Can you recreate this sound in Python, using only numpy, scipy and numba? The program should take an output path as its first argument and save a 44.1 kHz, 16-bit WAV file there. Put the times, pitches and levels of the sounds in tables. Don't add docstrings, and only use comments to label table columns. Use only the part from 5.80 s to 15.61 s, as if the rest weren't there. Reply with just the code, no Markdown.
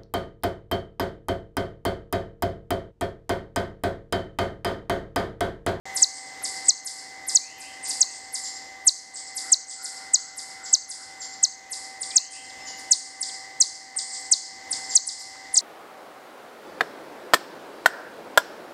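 import sys
import numpy as np
from scipy import signal
from scipy.fft import rfft, irfft, next_fast_len
from scipy.io import wavfile
from scipy.ndimage import uniform_filter1d
from numba import njit

SR = 44100
rng = np.random.default_rng(int(sys.argv[2]) if len(sys.argv) > 2 else 0)


def digitize_waveform(pressure):
    field = np.atleast_2d(pressure).T
    bounded = np.clip(field, -1, 1)
    quanta = np.round(bounded * 32767).astype(np.int16)
    wavfile.write(sys.argv[1], SR, quanta)


N = 432621
TIME = np.arange(N) / SR

# (frequency [Hz], rms level before the swell [dB])
HUM_PARTIALS = [(274.7, -62), (498.7, -59.7), (773.5, -44.5), (997.4, -62), (1272.2, -69), (1547.2, -62.5),
                (1770.9, -56.5), (2045.8, -43), (2269.7, -69.5)]
# (centre [Hz], width [Hz], rms level before the swell [dB])
RUSH_BANDS = [(1958, 170, -46.5), (1171, 25, -60), (1577, 150, -57), (2197, 27, -58.5)]
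# (frequency [Hz], gain [dB])
AIR_EQ = [(25, -20), (60, -1), (180, -3), (300, 4.5), (430, 0.5), (600, 3), (850, 6.5), (1350, -5),
          (1700, -6), (2500, -8.5), (3500, -3.5), (7500, -2), (11000, -24), (15000, -24)]
# (time [s], gain [dB])
BED_SWELL = [(0, 1), (.5, 1), (1.3, -4), (2, -2.5), (2.6, -6), (3.6, -4), (5.2, -7), (6.9, -3.5), (8.3, -7),
             (8.95, -2), (9.8, -5)]
# (time [s], caller [name], top pitch [Hz], level [dB])
ANSWER_CUES = [ (0.1394, "shrill", 12000, -26), (0.3293, "low far", 8590, -31.5),
               (0.6188, "shrill", 11700, -26.5), (0.8362, "low far", 8150, -32.5),
               (1.04, "shrill", 11750, -26.5), (1.4613, "shrill", 11900, -28),
               (1.775, "shrill far", 12600, -36.5), (2.0243, "low far", 8940, -30.5),
               (2.074, "shrill", 11850, -28), (2.3014, "low far", 8300, -35.5),
               (2.5208, "shrill", 11800, -29.5), (2.622, "low far", 7540, -31.5),
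               (3.046, "shrill", 11560, -28), (3.335, "low far", 8140, -29), (3.546, "shrill", 11750, -29),
               (3.875, "low far", 8140, -28.5), (4.0233, "shrill", 11700, -29.5),
               (4.3386, "low far", 7950, -32), (4.5579, "shrill", 11700, -32.5),
               (4.8306, "low far", 7800, -34), (5.0815, "shrill", 11100, -30.5),
               (5.393, "low far", 7490, -33), (5.8982, "shrill", 11440, -30.5),
               (6.2017, "middle", 9450, -32.5), (6.278, "dull far", 8434, -39.5),
               (6.5037, "low far", 9000, -33.5), (6.672, "dull far", 7400, -46),
               (6.85, "low far", 7140, -34), (6.966, "shrill far", 12100, -44),
               (7.111, "middle", 9260, -27.5), (7.401, "close", 10350, -28.5),
               (7.46, "dull far", 8500, -41), (7.806, "close", 10600, -28), (8.161, "middle", 8780, -29),
               (8.3127, "low far", 8180, -32), (8.385, "shrill far", 11820, -51),
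               (8.51, "close", 9560, -24.5), (8.901, "close", 10440, -28), (9.0854, "low far", 7500, -28.5),
               (9.262, "close", 10210, -24), (9.388, "shrill far", 11800, -41),
               (9.728, "close", 10650, -26)]
CALLER_VOICES = { "shrill": (.006, .0255, 0.012, 3, 3.4, 0.013), "shrill far": (.011, .029, .008, 0, 4, .2),
                 "low far": (.008, .022, .011, -6, 0, .25), "dull far": (.009, .021, .012, 1, -16, .4),
                 "middle": (.007, .023, 0.011, 2.1, 3.3, 0.69),
                 "close": (0.000963, .0265, 0.021, 2.2, 8, 1.2)}
# (frequency [Hz], gain [dB])
CARRY_EQ = [(3000, -19), (4200, -6), (5000, 4), (6200, -3.5), (8200, 2), (10000, -6), (12000, -19.5),
            (15000, -34)]
# (frequency [Hz], gain [dB], decay time [multiple of the base decay])
SCATTER_BANDS = [(1025.4, 4, 2.5), (3770, 1, 0.67), (4130, 4, 1.64), (4950, 4, 1.46), (5460, 1, 1.57),
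                 (7200, 6.5, 1.13), (8870, 6, 0.99), (9900, 3.5, 0.92), (15725, 9, 0.84)]
# (time [s], level [dB])
CHIP_CUES = [(.218, -.5), (.881, -2), (1.547, -2), (2.204, -5), (3.0675, .5), (3.7172, -.5), (4.333, -4.5),
             (4.927, -3), (5.627, -5.5), (6.356, -2.5), (7.108, -3.5), (7.8, -3.5), (8.5125, -3.5),
             (9.1505, -.5), (9.7645, -3.5)]
# (time [s], rms level [dB])
RUSTLE_CUES = [(0.609, -46.5), (8.144, -52), (9.54, -50)]
# (time [s], length [s], start pitch [Hz], end pitch [Hz], level [dB])
SONG_CUES = [(1.588, 0.19, 2204, 3270, -54), (1.749, 0.047, 3050, 2300, -53),
             (1.81, 0.082, 2346, 3300, -50.5), (2.258, 0.057, 2490, 2930, -61),
             (5.823, 0.11, 2354, 2749, -69), (6.282, 0.24, 2200, 3370, -56),
             (6.525, .075, 2436, 3340, -50.5), (6.62, 0.254, 5173, 5218, -58),
             (6.867, 0.053, 3100, 2810, -53)]
# (time [s], rms reverb send [dB])
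CAW_CUES = [(3.598, -56), (3.95, -51.5), (4.351, -56), (4.741, -55.5), (5.128, -56), (5.42, -73)]


def undb(db):
    return 10 ** (np.asarray(db) / 20)


def level(x, db):
    return x * undb(db) / np.sqrt(np.mean(x ** 2))


def eq_gain(curve, hz):
    curve_hz, db = np.transpose(curve)
    return undb(np.interp(np.log(np.maximum(hz, 1)), np.log(curve_hz), db))


def equalise(x, curve):
    size = next_fast_len(len(x))
    gain = eq_gain(curve, np.fft.rfftfreq(size, 1 / SR))
    return irfft(rfft(x, size) * gain, size)[:len(x)]


def resonance(x, hz, width_hz):
    b, a = signal.iirpeak(hz, hz / width_hz, fs=SR)
    return signal.lfilter(b, a, signal.lfilter(b, a, x))


def wobble(rate_hz, size=N):
    step = max(int(SR / rate_hz), 1)
    return uniform_filter1d(np.repeat(rng.standard_normal(size // step + 1), step), step)[:size]


def phase_of(hz):
    return 2 * np.pi * np.cumsum(hz) / SR


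def add(track, at_s, x):
    i = max(int(at_s * SR), 0)
    track[i:i + len(x)] += x[:max(N - i, 0)]


def hum_and_air(waver_db=0.64, drift=0.00042):
    hum = np.zeros(N)
    for hz, db in HUM_PARTIALS:
        amplitude = np.sqrt(2) * undb(db + waver_db * wobble(6))
        hum += amplitude * np.sin(phase_of(hz * (1 + drift * wobble(9))))
    rush = sum(level(resonance(rng.standard_normal(N), hz, width), db) for hz, width, db in RUSH_BANDS)
    air = level(equalise(rng.standard_normal(N), AIR_EQ), db=-45) * undb(1.04 * wobble(6.1))
    return (hum + rush + air) * undb(np.interp(TIME, *np.transpose(BED_SWELL)))


def chip_shape(top_hz, low_hz, hold_s, fall_s, attack_s, release_s=0.003, droop=0.08):
    length_s = hold_s + 1.6 * fall_s
    t = np.arange(0, length_s, 1 / SR)
    height = np.exp(-(np.maximum(t - hold_s, 0) / fall_s) ** 2)
    release = np.minimum((length_s - t) / release_s, 1)
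    hz = (low_hz + (top_hz - low_hz) * height) * (1 - droop * (1 - release))
    return hz, np.minimum(t / attack_s, 1) * release


def whistle(hz, second_db, third_db):
    phase = phase_of(hz)
    tone = np.sin(phase)
    for harmonic, db in ((2, second_db), (3, third_db)):
        tone += undb(db) * eq_gain(CARRY_EQ, harmonic * hz) * np.sin(harmonic * phase)
    return tone


def neighbours(low_hz=2498, waver=0.0072, bounce_s=0.00023904, stem_db=-12, stem_spread_s=0.0083):
    direct, send = np.zeros(N), np.zeros(N)
    for at_s, caller, top_hz, db in ANSWER_CUES:
        hold_s, fall_s, attack_s, direct_db, tilt_db, bounce = CALLER_VOICES[caller]
        pitch, envelope = chip_shape(top_hz, low_hz, hold_s, fall_s, attack_s)
        hz = pitch * (1 + waver * wobble(602.7, len(pitch)))
        chip = envelope * undb(db) * eq_gain(CARRY_EQ, hz) * whistle(hz, second_db=-14, third_db=-31.5)
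        tilted = undb(direct_db + tilt_db * np.log2(hz / 6000)) * chip
        stems = [(lag_s, undb(stem_db)) for lag_s in stem_spread_s * rng.random(4)]
        for lag_s, gain in [(0, 1), (bounce_s, bounce)] + stems:
            add(direct, at_s + lag_s, gain * tilted)
        add(send, at_s, chip)
    return direct + forest_reverb(send, decay_s=0.65, early_db=-49, early_s=0.014, grain=0.25)


def forest_reverb(x, decay_s, early_db, early_s, grain, build_s=0.0078):
    t = TIME[:2 ** 16]
    burst = (1 + undb(early_db) * np.exp(-t / early_s)) * np.minimum(t / build_s, 1) ** 2
    echoes = rng.standard_normal(len(t)) * np.exp(grain * wobble(400, len(t))) * burst
    echoes /= np.sqrt(np.sum(echoes ** 2 * undb(-120 * t / decay_s)))
    centres, band_db, decay_ratio = np.transpose(SCATTER_BANDS)
    spectrum, hz = rfft(echoes), np.fft.rfftfreq(len(t), 1 / SR)
    bands = [irfft(spectrum * np.interp(hz, centres, solo)) for solo in np.eye(len(centres))]
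    fades = undb(band_db[:, None] - 60 * t / (decay_s * decay_ratio[:, None]))
    return signal.fftconvolve(x, np.sum(bands * fades, axis=0))[:N]


def near_chipmunk(waver=0.0064, flutter_db=1.06, mouth_hz=6386, mouth_width_hz=620, reverb_db=-20):
    voice, knocks = np.zeros(N), np.zeros(N)
    pitch, envelope = chip_shape(top_hz=8348, low_hz=3562, hold_s=0.001, fall_s=0.018, attack_s=0.007)
    mouth_db = -6 + 8 * np.exp(-((pitch - mouth_hz) / mouth_width_hz) ** 2)
    progress = np.linspace(0, 1, int(0.011 * SR))
    knock_hz = 1050 * (1.1 - 0.14 * progress)
    knock = undb(-42) * np.sin(np.pi * progress) ** 2 * np.sin(phase_of(knock_hz))
    for at_s, db in CHIP_CUES:
        hz = pitch * (1 + waver * wobble(830, len(pitch)))
        amplitude = envelope * undb(db + mouth_db + flutter_db * wobble(470, len(pitch)))
        add(voice, at_s, amplitude * whistle(hz, second_db=-19, third_db=-13.5))
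        add(knocks, at_s + 0.037, knock)
    tail = forest_reverb(voice, decay_s=0.74, early_db=12, early_s=0.071, grain=0.46)
    mix = voice + knocks + undb(reverb_db) * tail
    add(mix, 0.001261, undb(-21) * voice)
    return mix


def rustles(length_s=0.03):
    scuffs = np.zeros(N)
    envelope = np.hanning(int(length_s * SR))
    for at_s, db in RUSTLE_CUES:
        puff = envelope * rng.standard_normal(len(envelope))
        add(scuffs, at_s, level(resonance(puff, hz=1100, width_hz=1500), db))
    return scuffs


def songbirds(direct_db=2.5, reverb_db=6):
    song = np.zeros(N)
    for at_s, length_s, from_hz, to_hz, db in SONG_CUES:
        glide_hz = np.linspace(from_hz, to_hz, int(length_s * SR))
        envelope = signal.windows.tukey(len(glide_hz), 0.3)
        add(song, at_s, undb(db) * envelope * np.sin(phase_of(glide_hz)))
    tail = forest_reverb(song, decay_s=0.72, early_db=-7, early_s=0.036, grain=1.0)
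    return undb(direct_db) * song + undb(reverb_db) * tail


def crow(base_hz=480, throat_hz=1450, length_s=0.096, rasp=0.145):
    caws = np.zeros(N)
    arch = np.sin(np.pi * np.linspace(0, 1, int(length_s * SR)))
    for at_s, db in CAW_CUES:
        hz = base_hz * (0.94 + 0.074 * arch + rasp * wobble(500, len(arch)))
        buzz = arch * signal.sawtooth(phase_of(hz))
        add(caws, at_s - length_s / 10, level(resonance(buzz, throat_hz, width_hz=300), db))
    return forest_reverb(caws, decay_s=1.4, early_db=3, early_s=0.04, grain=0.3)


@njit
def gain_control(over_db, hold_s, release_db_per_s):
    reduction = np.empty(len(over_db))
    cut_db, wait_s = 0., 0.
    for i in range(len(over_db)):
        wait_s -= 1 / SR
        if over_db[i] > cut_db:
            cut_db += 0.3 * (over_db[i] - cut_db)
            wait_s = hold_s
        elif wait_s < 0:
            cut_db = max(cut_db - release_db_per_s / SR, 0.)
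        reduction[i] = cut_db
    return reduction


def scene():
    return (near_chipmunk() + neighbours() + songbirds() + crow() + rustles() + hum_and_air())[None]


def record(dry, start_s=0.055, threshold_db=-6.5, cutoff_hz=15400):
    x = dry[0] * (TIME > start_s)
    over_db = 20 * np.log10(np.abs(x) + 1e-9) - threshold_db
    ducked = x * undb(-gain_control(over_db, hold_s=0.12, release_db_per_s=19.0))
    low_pass = signal.ellip(8, 0.2, 70, cutoff_hz, fs=SR, output="sos")
    return signal.sosfilt(low_pass, ducked)[None]


dry = scene()
out = record(dry)
digitize_waveform(out)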